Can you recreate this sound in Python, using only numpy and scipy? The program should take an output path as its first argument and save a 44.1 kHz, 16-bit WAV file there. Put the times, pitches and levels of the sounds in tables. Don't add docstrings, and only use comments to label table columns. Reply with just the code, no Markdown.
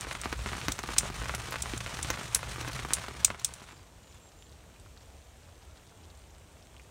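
import sys
import numpy as np
from scipy import signal
from scipy.io import wavfile
from scipy.ndimage import uniform_filter1d

SR = 44100
rng = np.random.default_rng(int(sys.argv[2]) if len(sys.argv) > 2 else 0)


def makeup_ratio(level_db):
    decades = np.asarray(level_db, float) / 20
    return 10 ** decades


def store_wav(level_fs):
    pcm = np.round(np.clip(np.atleast_2d(level_fs), -1, 1) * 32767)
    wavfile.write(sys.argv[1], SR, pcm.T.astype(np.int16))


N = 304290

# start_s, ripple_peak_db, thump_db (against the ripple), ripple_pitch_khz
TARP_DROPS = [(0.1119, -21, -38, 1.7), (0.123, -36, -23, 1.6), (0.1517, -23.5, -9, 1.66),
              (0.236, -25.5, -23, 1.7), (0.2572, -18.5, -13.5, 1.16), (0.3272, -19, -9, 1.5),
              (0.4607, -21.5, -4.5, 1.65), (0.489, -25.5, -14, 2.0), (0.5321, -22.5, -29, 1.4),
              (0.6146, -25, -20, 2.2), (0.6835, -15, -5, 1.6), (0.7903, -22, -10.5, 1.45),
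              (0.837, -23, -24, 1.27), (0.8894, -25.5, -22, 1.2), (0.9064, -31, -10, 1.2),
              (0.9647, -24.5, -21, 1.67), (1.0087, -26, -10, 1.64), (1.032, -25, -4.5, 1.14),
              (1.0556, -24, -13, 0.91), (1.101, -24.5, -4.5, 0.94), (1.2179, -24.5, -25, 1.33),
              (1.2573, -24, -29, 1.38), (1.2949, -18.5, -17, 1.46), (1.3493, -25, -14, 2.3),
              (1.3407, -25.5, -17, 1.21), (1.41, -31.5, -23, 1.2), (1.523, -23, -17, 1.4),
              (1.5413, -22.5, -18, 1.36), (1.5578, -20, -17, 1.57), (1.6582, -24.5, -24, 1.37),
              (1.7359, -24, -3, 2.3), (1.8053, -25, -16, 2.1), (1.8625, -23, -12, 1.93),
              (1.9911, -25.5, -23, 1.2), (2.0468, -25, -11, 2.2), (2.103, -16, -9.5, 1.47),
              (2.1404, -24.5, -14, 1.86), (2.1742, -26, -17, 1.4), (2.1892, -31, -4, 1.5),
              (2.3585, -23, -18, 1.9), (2.392, -28.5, -18, 1.54), (2.4302, -23, -21, 1.474),
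              (2.6122, -29, -12, 1.3), (2.648, -26, -16, 1.44), (2.678, -24.5, -4.5, 1.53),
              (2.6982, -28, -12, 1.48), (2.792, -24, -12.5, 1.95), (2.8495, -21.5, -17, 1.14),
              (2.9068, -22, -13, 1.52), (2.9256, -25, -20, 1.3), (2.9692, -27, -27, 1.8),
              (3.0411, -27, -22, 1.35), (3.0832, -26, -9.5, 1.2), (3.228, -34, -18, 1.1),
              (3.2809, -30, -24, 1.33), (3.3031, -20.5, -8.5, 1.53), (3.3228, -41, -11, 1.14),
              (3.3464, -29.5, -26, 1.34), (3.4923, -34, -12, 0.93), (3.6182, -34.5, -5, 0.97),
              (3.6882, -37, -22, 1.55), (3.71, -37.5, -14, 1.6)]
# time_s, level_db
CAMP_LEVEL = [(0.0, -45.5), (2.79, -45), (3.3, -51.5), (3.73, -59), (3.85, -70.5)]
# frequency_hz, relative_density_db
PATTER_SPECTRUM = [(60, -21), (110, 3), (240, -16), (365, -16), (500, -15), (1230, -10), (2500, -14.5),
                   (3900, -15.5), (4900, -20), (6000, -17.5), (9300, -21), (10500, -29.5), (13500, -35),
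                   (15000, -35.5), (16200, -46)]
# frequency_hz, relative_density_db
FLAME_SPECTRUM = [(16, -46), (28, -18), (45, 0.5), (65, 9.5), (92, -6.5), (124, 0.5), (145, -3), (200, -15),
                  (260, -47), (440, -120)]
# frequency_hz, relative_density_db
POP_SPECTRUM = [(880, -25.5), (1500, -15), (1810, -26.5), (2100, -5.5), (2720, -7.5), (3730, -1.5),
                (4830, -5.5), (5540, 1.5), (8160, 1.5), (10500, -3.5), (14900, -9.5), (16000, -6.5)]
# start_s, peak_db, second_crack_db (against the first), second_delay_ms, crack_pitch_khz
TWIG_POPS = [(0.01, -20, -10, 1.0, 8.7), (0.1288, -32, -2, 1.0, 9.9), (0.2153, -20.5, -12, 1.9, 8.6),
             (0.3286, -25.5, -11, 1.2, 5.8), (0.6834, -17, -9, 1.4, 6.5), (0.7192, -23, 7, 1.9, 8.5),
             (0.79, -26.5, -2, 1.0, 7.5), (0.8323, -28, -9, 4.3, 4.3), (0.9829, -4, -1, 2.0, 8.8),
             (1.101, -30, -16, 3.7, 5.5), (1.2562, -33, -15, 1.3, 6.8), (1.349, -19.5, -7, 2.4, 10.8),
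             (1.509, -27, -11, 1.7, 13), (1.524, -27, -4, 4.1, 5.1), (1.6212, -19.5, 3.5, 2.4, 8.9),
             (1.7774, -24.5, -2.5, 1.0, 9), (2.028, -18.5, -0.5, 2.0, 9.2), (2.1021, -19.5, 0, 1.7, 6.9),
             (2.3472, -7.5, 1.5, 1.8, 10.7), (2.612, -25.5, -8, 1.9, 6.2), (2.6808, -29.5, -4, 4.5, 6.3),
             (2.7319, -29, -5, 1.2, 4.4), (2.8491, -31, -10, 1.8, 3.2), (2.9347, -3.5, -8, 2.4, 9.6),
             (3.085, -30, -15, 1.0, 4.1), (3.2466, -5.5, 2, 1.3, 8.43), (3.395, -38, 5, 2.5, 7),
             (3.446, -11, 1, 1.3, 8.9), (3.4875, -38, -6, 1.0, 5), (3.5385, -24, -13, 1.7, 9.2)]
# time_s, pitch_hz, level_db
HUM_CURVE = [(1.05, 117.8, -62), (1.4, 120, -47), (1.94, 119.2, -54.5), (2.2, 117.9, -52.5),
             (2.67, 118.4, -43.5), (2.8, 117, -64)]
# time_s, level_db
BANK_LEVEL = [(2.9, -87), (3.2, -86), (3.55, -59), (3.8, -54), (6.9, -54)]
# frequency_hz, relative_density_db
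BANK_SPECTRUM = [(16, -56), (28, -27.5), (53, 2), (77, 0), (131, -11.5), (234, -16.5), (578, -17.5),
                 (1910, -28), (3170, -28), (4970, -33), (5990, -30), (8460, -30), (10500, -40),
                 (14800, -40.5), (16000, -47)]
# start_s, peak_db, ring_pitch_khz
NEAR_DROPS = [(3.8656, -50, 3.0), (3.941, -54, 7), (4.078, -47, 4.2), (4.112, -48, 2.5), (4.126, -45, 3.4),
              (4.1454, -44, 8.3), (4.199, -52, 9.1), (4.2901, -47, 6.8), (4.3888, -46, 6.5),
              (4.4242, -37.5, 3.3), (4.468, -46, 3.3), (4.4949, -47, 4.6), (4.5247, -44, 4),
              (4.7, -48, 1.5), (4.762, -44, 2.5), (4.799, -42, 8), (4.8617, -40.5, 1.28),
              (4.969, -46, 1.55), (4.975, -41, 4.3), (5.007, -49, 4.6), (5.0185, -46, 5.8),
              (5.141, -49, 2.4), (5.4884, -48, 1.4), (5.773, -43, 3.8), (5.8681, -46, 3.9),
              (6.102, -42.5, 4.2), (6.1518, -46, 6.3), (6.175, -45, 8), (6.3059, -45, 6.5),
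              (6.3835, -45, 8.1), (6.4165, -49, 2.5), (6.626, -43, 5.5), (6.7662, -38, 3),
              (6.7974, -39.5, 2.3)]
# start_s, length_s, first_pitch_hz, last_pitch_hz, level_db
BIRD_NOTES = [(3.68, 0.083, 7200, 7550, -67), (3.74, 0.045, 7100, 7090, -70),
              (3.762, .022, 5500, 4400, -69), (3.795, .04, 4850, 4630, -71), (4.01, 0.19, 7100, 6980, -69),
              (4.105, 0.033, 6800, 4280, -66), (4.14, 0.047, 3550, 3400, -68),
              (4.197, .022, 7050, 7450, -71), (4.208, 0.095, 7480, 7500, -64),
              (4.455, .018, 4900, 3600, -69), (4.345, 0.16, 7200, 7270, -68), (4.54, .05, 5200, 5150, -79)]

MIDDLING_COUNT, MIDDLING_DB, MIDDLING_SPREAD_DB = 46, 15, 4
MIDDLING_THUMP_DB, MIDDLING_KHZ = -11.5, 1.393
THUMP_SCALE_HZ, THUMP_SPREAD = 399, 0.12
FLAMES_DB = 2.04
TAIL_DB, TAIL_DB_PER_SECOND_DB = -17, 0.57
KNOCK_DB, KNOCK_KHZ, KNOCK_DELAY_S = -15, 3.66, 0.00049
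SMALL_COUNT, SMALL_DB, SMALL_LOW_KHZ, SMALL_HIGH_KHZ = 70, 0, 2.8, 9.8
RING_CYCLES, RING_LEAST_MS, SOFT_MS, SNAP_DB = 1.24, 0.31, 0.06, -3.5
WAVER_HZ, WAVER_DB = 25, 1.5
OVERLOAD, EDGE_HZ = 0.8, 15900


def evened(x):
    return x / np.sqrt(np.mean(x ** 2) + 1e-20)


def peaked(x):
    return x / np.max(abs(x))


def camp_level():
    time_s, level_db = np.transpose(CAMP_LEVEL)
    return np.interp(np.arange(N) / SR, time_s, level_db, right=-150)


def add(mix, start_s, sound):
    part = mix[max(round(start_s * SR), 0):][:len(sound)]
    part += sound[:len(part)]


def falls(per_s, spread_db, clumpy):
    clumps = np.exp(clumpy * evened(uniform_filter1d(rng.standard_normal(N), size=1500)))
    hit = rng.random(N) < per_s / SR * clumps / clumps.mean()
    return makeup_ratio(spread_db * np.minimum(rng.exponential(1, N), 3)) * hit


def ripple(khz, glide_ms, fade_ms):
    ms = np.arange(900) / SR * 1000
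    turns = 2.316 * khz * glide_ms * np.log(1 + ms / glide_ms)
    return peaked(-np.sin(2 * np.pi * turns) * np.exp(-ms / fade_ms))


def shower(per_s, spread_db, low_hz, high_hz, glide_ms, fade_ms):
    size = falls(per_s, spread_db, clumpy=0.6)
    kind = rng.integers(0, 12, N)
    pitches = np.geomspace(low_hz, high_hz, 12) / 1000
    return evened(sum(signal.oaconvolve(size * (kind == k), ripple(khz, glide_ms, fade_ms))[:N]
                      for k, khz in enumerate(pitches)))


def shelter(x, t60, first_ms):
    t, out = np.arange(N) / SR, np.zeros(N)
    for k in range(3):
        taps = np.zeros(6000)
        at = np.arange(0, 5980, 20) + rng.integers(0, 20, 299)
        late = at > first_ms * SR / 1000
        taps[at] = rng.standard_normal(299) * makeup_ratio(-60 * at / SR / t60) * late
        turn = np.cos(np.pi * (t * 7 + k / 3)) * np.sqrt(2 / 3)
        out += signal.oaconvolve(x * turn, taps / np.linalg.norm(taps))[:N]
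    return out


def middling_drops():
    when, size, low, pitch = rng.random((MIDDLING_COUNT, 4)).T
    start_s = when * CAMP_LEVEL[-1][0]
    peak_db = np.interp(start_s, *np.transpose(CAMP_LEVEL)) + MIDDLING_DB
    peak_db += MIDDLING_SPREAD_DB * (2 * size - 1)
    thump_db = MIDDLING_THUMP_DB + 5 * (2 * low - 1)
    return np.c_[start_s, peak_db, thump_db, MIDDLING_KHZ * (0.8 + 0.4 * pitch)]


def tarp():
    small = shower(600, 4.7, 460, 3070, glide_ms=0.45, fade_ms=0.61)
    mix = makeup_ratio(camp_level() - 9.5) * small
    drops, t = np.r_[TARP_DROPS, middling_drops()], np.arange(1500) / SR
    spots = THUMP_SCALE_HZ * np.exp(THUMP_SPREAD * rng.standard_normal(len(drops)))
    sag = 0.028 * np.log(1 + t / 0.032)
    for (start_s, peak_db, thump_db, khz), hz in zip(drops, spots):
        swell = 1 - np.exp(-t / 0.0005)
        thump = peaked(-np.sin(2 * np.pi * hz * sag) * np.exp(-t * hz / 0.61) * swell)
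        add(mix, start_s, makeup_ratio(peak_db) * ripple(khz, glide_ms=0.32, fade_ms=0.99))
        add(mix, start_s, makeup_ratio(peak_db + thump_db) * thump)
    return mix + makeup_ratio(-3.5) * shelter(mix, t60=0.087, first_ms=0.73)


def hiss(spectrum, size, patchy_db, flicker_db):
    frames, hz = 4 * N // size + 5, np.fft.rfftfreq(size, 1 / SR)
    real, imaginary, patches = rng.standard_normal((frames, len(hz), 3)).T
    patches = uniform_filter1d(patches, size=9, axis=0)
    patches = evened(uniform_filter1d(patches, size=8, axis=1))
    flicker = evened(uniform_filter1d(rng.standard_normal(frames), size=4))
    point_hz, point_db = np.transpose(spectrum)
    shape_db = np.interp(np.log(hz + 1), np.log(point_hz), point_db)[:, None]
    z = (real + 1j * imaginary) * makeup_ratio(shape_db + patchy_db * patches + flicker_db * flicker)
    return evened(signal.istft(z, nperseg=size, noverlap=3 * size // 4)[1][:N])


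def colour(spectrum, size):
    point_hz, point_db = np.transpose(spectrum)
    hz = abs(np.fft.fftfreq(8192, 1 / SR))
    gain = makeup_ratio(np.interp(np.log(hz + 1), np.log(point_hz), point_db))
    log_gain = np.log(gain + 1e-5)
    return np.fft.ifft(np.exp(np.conj(signal.hilbert(log_gain)))).real[:size]


def grains(spectrum, per_s, spread_db, t60, tail_db):
    size = falls(per_s, spread_db, clumpy=0.55)
    kind, t = rng.integers(0, 16, N), np.arange(3000) / SR
    tails = rng.standard_normal((16, len(t))) * makeup_ratio(-60 * t / t60)
    tails *= makeup_ratio(tail_db) / np.linalg.norm(tails, axis=1, keepdims=True)
    tails[:, 0] = 1
    hits = sum(signal.oaconvolve(size * (kind == k), tail)[:N] for k, tail in enumerate(tails))
    return evened(signal.oaconvolve(hits, colour(spectrum, size=2048))[:N])


def patter():
    wash = makeup_ratio(camp_level() - 1.5) * hiss(PATTER_SPECTRUM, size=512, patchy_db=1.0, flicker_db=4)
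    drops = grains(PATTER_SPECTRUM, 400, spread_db=4.5, t60=0.041, tail_db=4)
    return wash + makeup_ratio(camp_level() - 0.5) * drops


def flames():
    rumble = hiss(FLAME_SPECTRUM, size=4096, patchy_db=-0.4, flicker_db=3.0)
    return makeup_ratio(camp_level() + FLAMES_DB) * rumble


def crackle():
    ticks = grains(POP_SPECTRUM, 120, spread_db=3, t60=0.038, tail_db=3)
    return makeup_ratio(camp_level() - 17) * ticks


def twigs():
    body, t = colour(POP_SPECTRUM, size=400), np.arange(6000) / SR
    mix, noise = np.zeros(N), rng.standard_normal((len(TWIG_POPS), len(t)))
    ms = 1000 * t[:400]
    rise = 1 - np.exp(-t / 0.001)
    for (start_s, peak_db, second_db, delay_ms, khz), puff in zip(TWIG_POPS, noise):
        ring = np.sin(2 * np.pi * khz * ms) * ms * np.exp(-ms * khz / 0.85)
        crack = peaked(peaked(ring) + makeup_ratio(1.5) * peaked(body))
        add(mix, start_s, -makeup_ratio(peak_db) * crack)
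        splinters = signal.oaconvolve(puff[-400:] * np.exp(-ms / 1.9), crack + 0.83 * peaked(body))
        add(mix, start_s + delay_ms / 1000 - 0.0003, makeup_ratio(peak_db + second_db) * peaked(splinters))
        puff = puff * makeup_ratio(2.5 * evened(uniform_filter1d(puff[::-1], size=40)))
        quick = evened(signal.oaconvolve(puff, body)[:len(t)]) * makeup_ratio(-60 * t / 0.032)
        slow = evened(signal.oaconvolve(puff, crack)[:len(t)]) * makeup_ratio(-3 - 60 * t / 0.1)
        tail_db = peak_db + TAIL_DB + TAIL_DB_PER_SECOND_DB * second_db
        add(mix, start_s, makeup_ratio(tail_db) * rise * (quick + slow))
        knock_db = peak_db + max(second_db, 0) + KNOCK_DB
        add(mix, start_s + KNOCK_DELAY_S, makeup_ratio(knock_db) * ripple(KNOCK_KHZ, glide_ms=0.65, fade_ms=1.0))
    return mix


def tone(curve, taper):
    time_s, pitch_hz, level_db = np.transpose(curve)
    t = np.arange(time_s[0], time_s[-1], 1 / SR)
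    wave = np.sqrt(2) * np.sin(2 * np.pi * np.cumsum(np.interp(t, time_s, pitch_hz)) / SR)
    fades = signal.windows.tukey(len(t), taper)
    return time_s[0], wave * makeup_ratio(np.interp(t, time_s, level_db)) * fades


def hum():
    mix = np.zeros(N)
    add(mix, *tone(HUM_CURVE, taper=0.075))
    return mix


def bank_rain():
    mix = hiss(BANK_SPECTRUM, size=2048, patchy_db=1.13, flicker_db=0.2)
    mix += makeup_ratio(-15) * shower(250, 4.3, 635, 4320, glide_ms=0.66, fade_ms=0.81)
    return mix * makeup_ratio(np.interp(np.arange(N) / SR, *np.transpose(BANK_LEVEL), left=-150))


def tick(khz):
    ms = np.arange(600) / SR * 1000
    fade_ms = max(RING_CYCLES / khz, RING_LEAST_MS)
    ring = peaked(-np.sin(2 * np.pi * khz * ms) * np.exp(-ms / fade_ms))
    snap = makeup_ratio(SNAP_DB) * ripple(3.0, glide_ms=0.3, fade_ms=0.18)[:len(ms)]
    return peaked((ring + snap) * (1 - np.exp(-ms / SOFT_MS)))


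def near_drops():
    near = np.zeros(N)
    when, size, pitch = rng.random((SMALL_COUNT, 3)).T
    first_s = BANK_LEVEL[1][0]
    start_s = first_s + when * (N / SR - first_s)
    peak_db = np.interp(start_s, *np.transpose(BANK_LEVEL)) + SMALL_DB + 6 * size
    small = np.c_[start_s, peak_db, SMALL_LOW_KHZ * (SMALL_HIGH_KHZ / SMALL_LOW_KHZ) ** pitch]
    for start_s, peak_db, khz in np.r_[NEAR_DROPS, small]:
        add(near, start_s, makeup_ratio(peak_db) * tick(khz))
    return near + makeup_ratio(-5.5) * shelter(near, t60=0.03, first_ms=3.0)


def bird():
    mix = np.zeros(N)
    for start_s, length_s, first_hz, last_hz, level_db in BIRD_NOTES:
        along = np.linspace(0, 1, 12)
        drift, flutter = rng.standard_normal((len(along), 2)).T
        pitch_hz = first_hz + (last_hz - first_hz) * along + WAVER_HZ * drift
        curve = np.c_[start_s + length_s * along, pitch_hz, level_db + WAVER_DB * flutter]
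        add(mix, *tone(curve, taper=0.5))
    return mix


def scene():
    camp = tarp() + patter() + flames() + crackle() + twigs() + hum()
    river_bank = bank_rain() + near_drops() + bird()
    return (camp + river_bank)[None]


def low_pass(x):
    return signal.sosfilt(signal.butter(12, 17000, fs=SR, output="sos"), x)


def record(dry):
    rolled = signal.lfilter(*signal.butter(4, 34, "high", fs=SR), dry)
    rounded = rolled / (1 + (abs(rolled) / OVERLOAD) ** 4) ** 0.25
    edge = signal.firwin(511, EDGE_HZ, window=("kaiser", 9), fs=SR)
    finished = signal.oaconvolve(rounded, edge[None], "same")
    return low_pass(finished)


dry = scene()
out = record(dry)
store_wav(out)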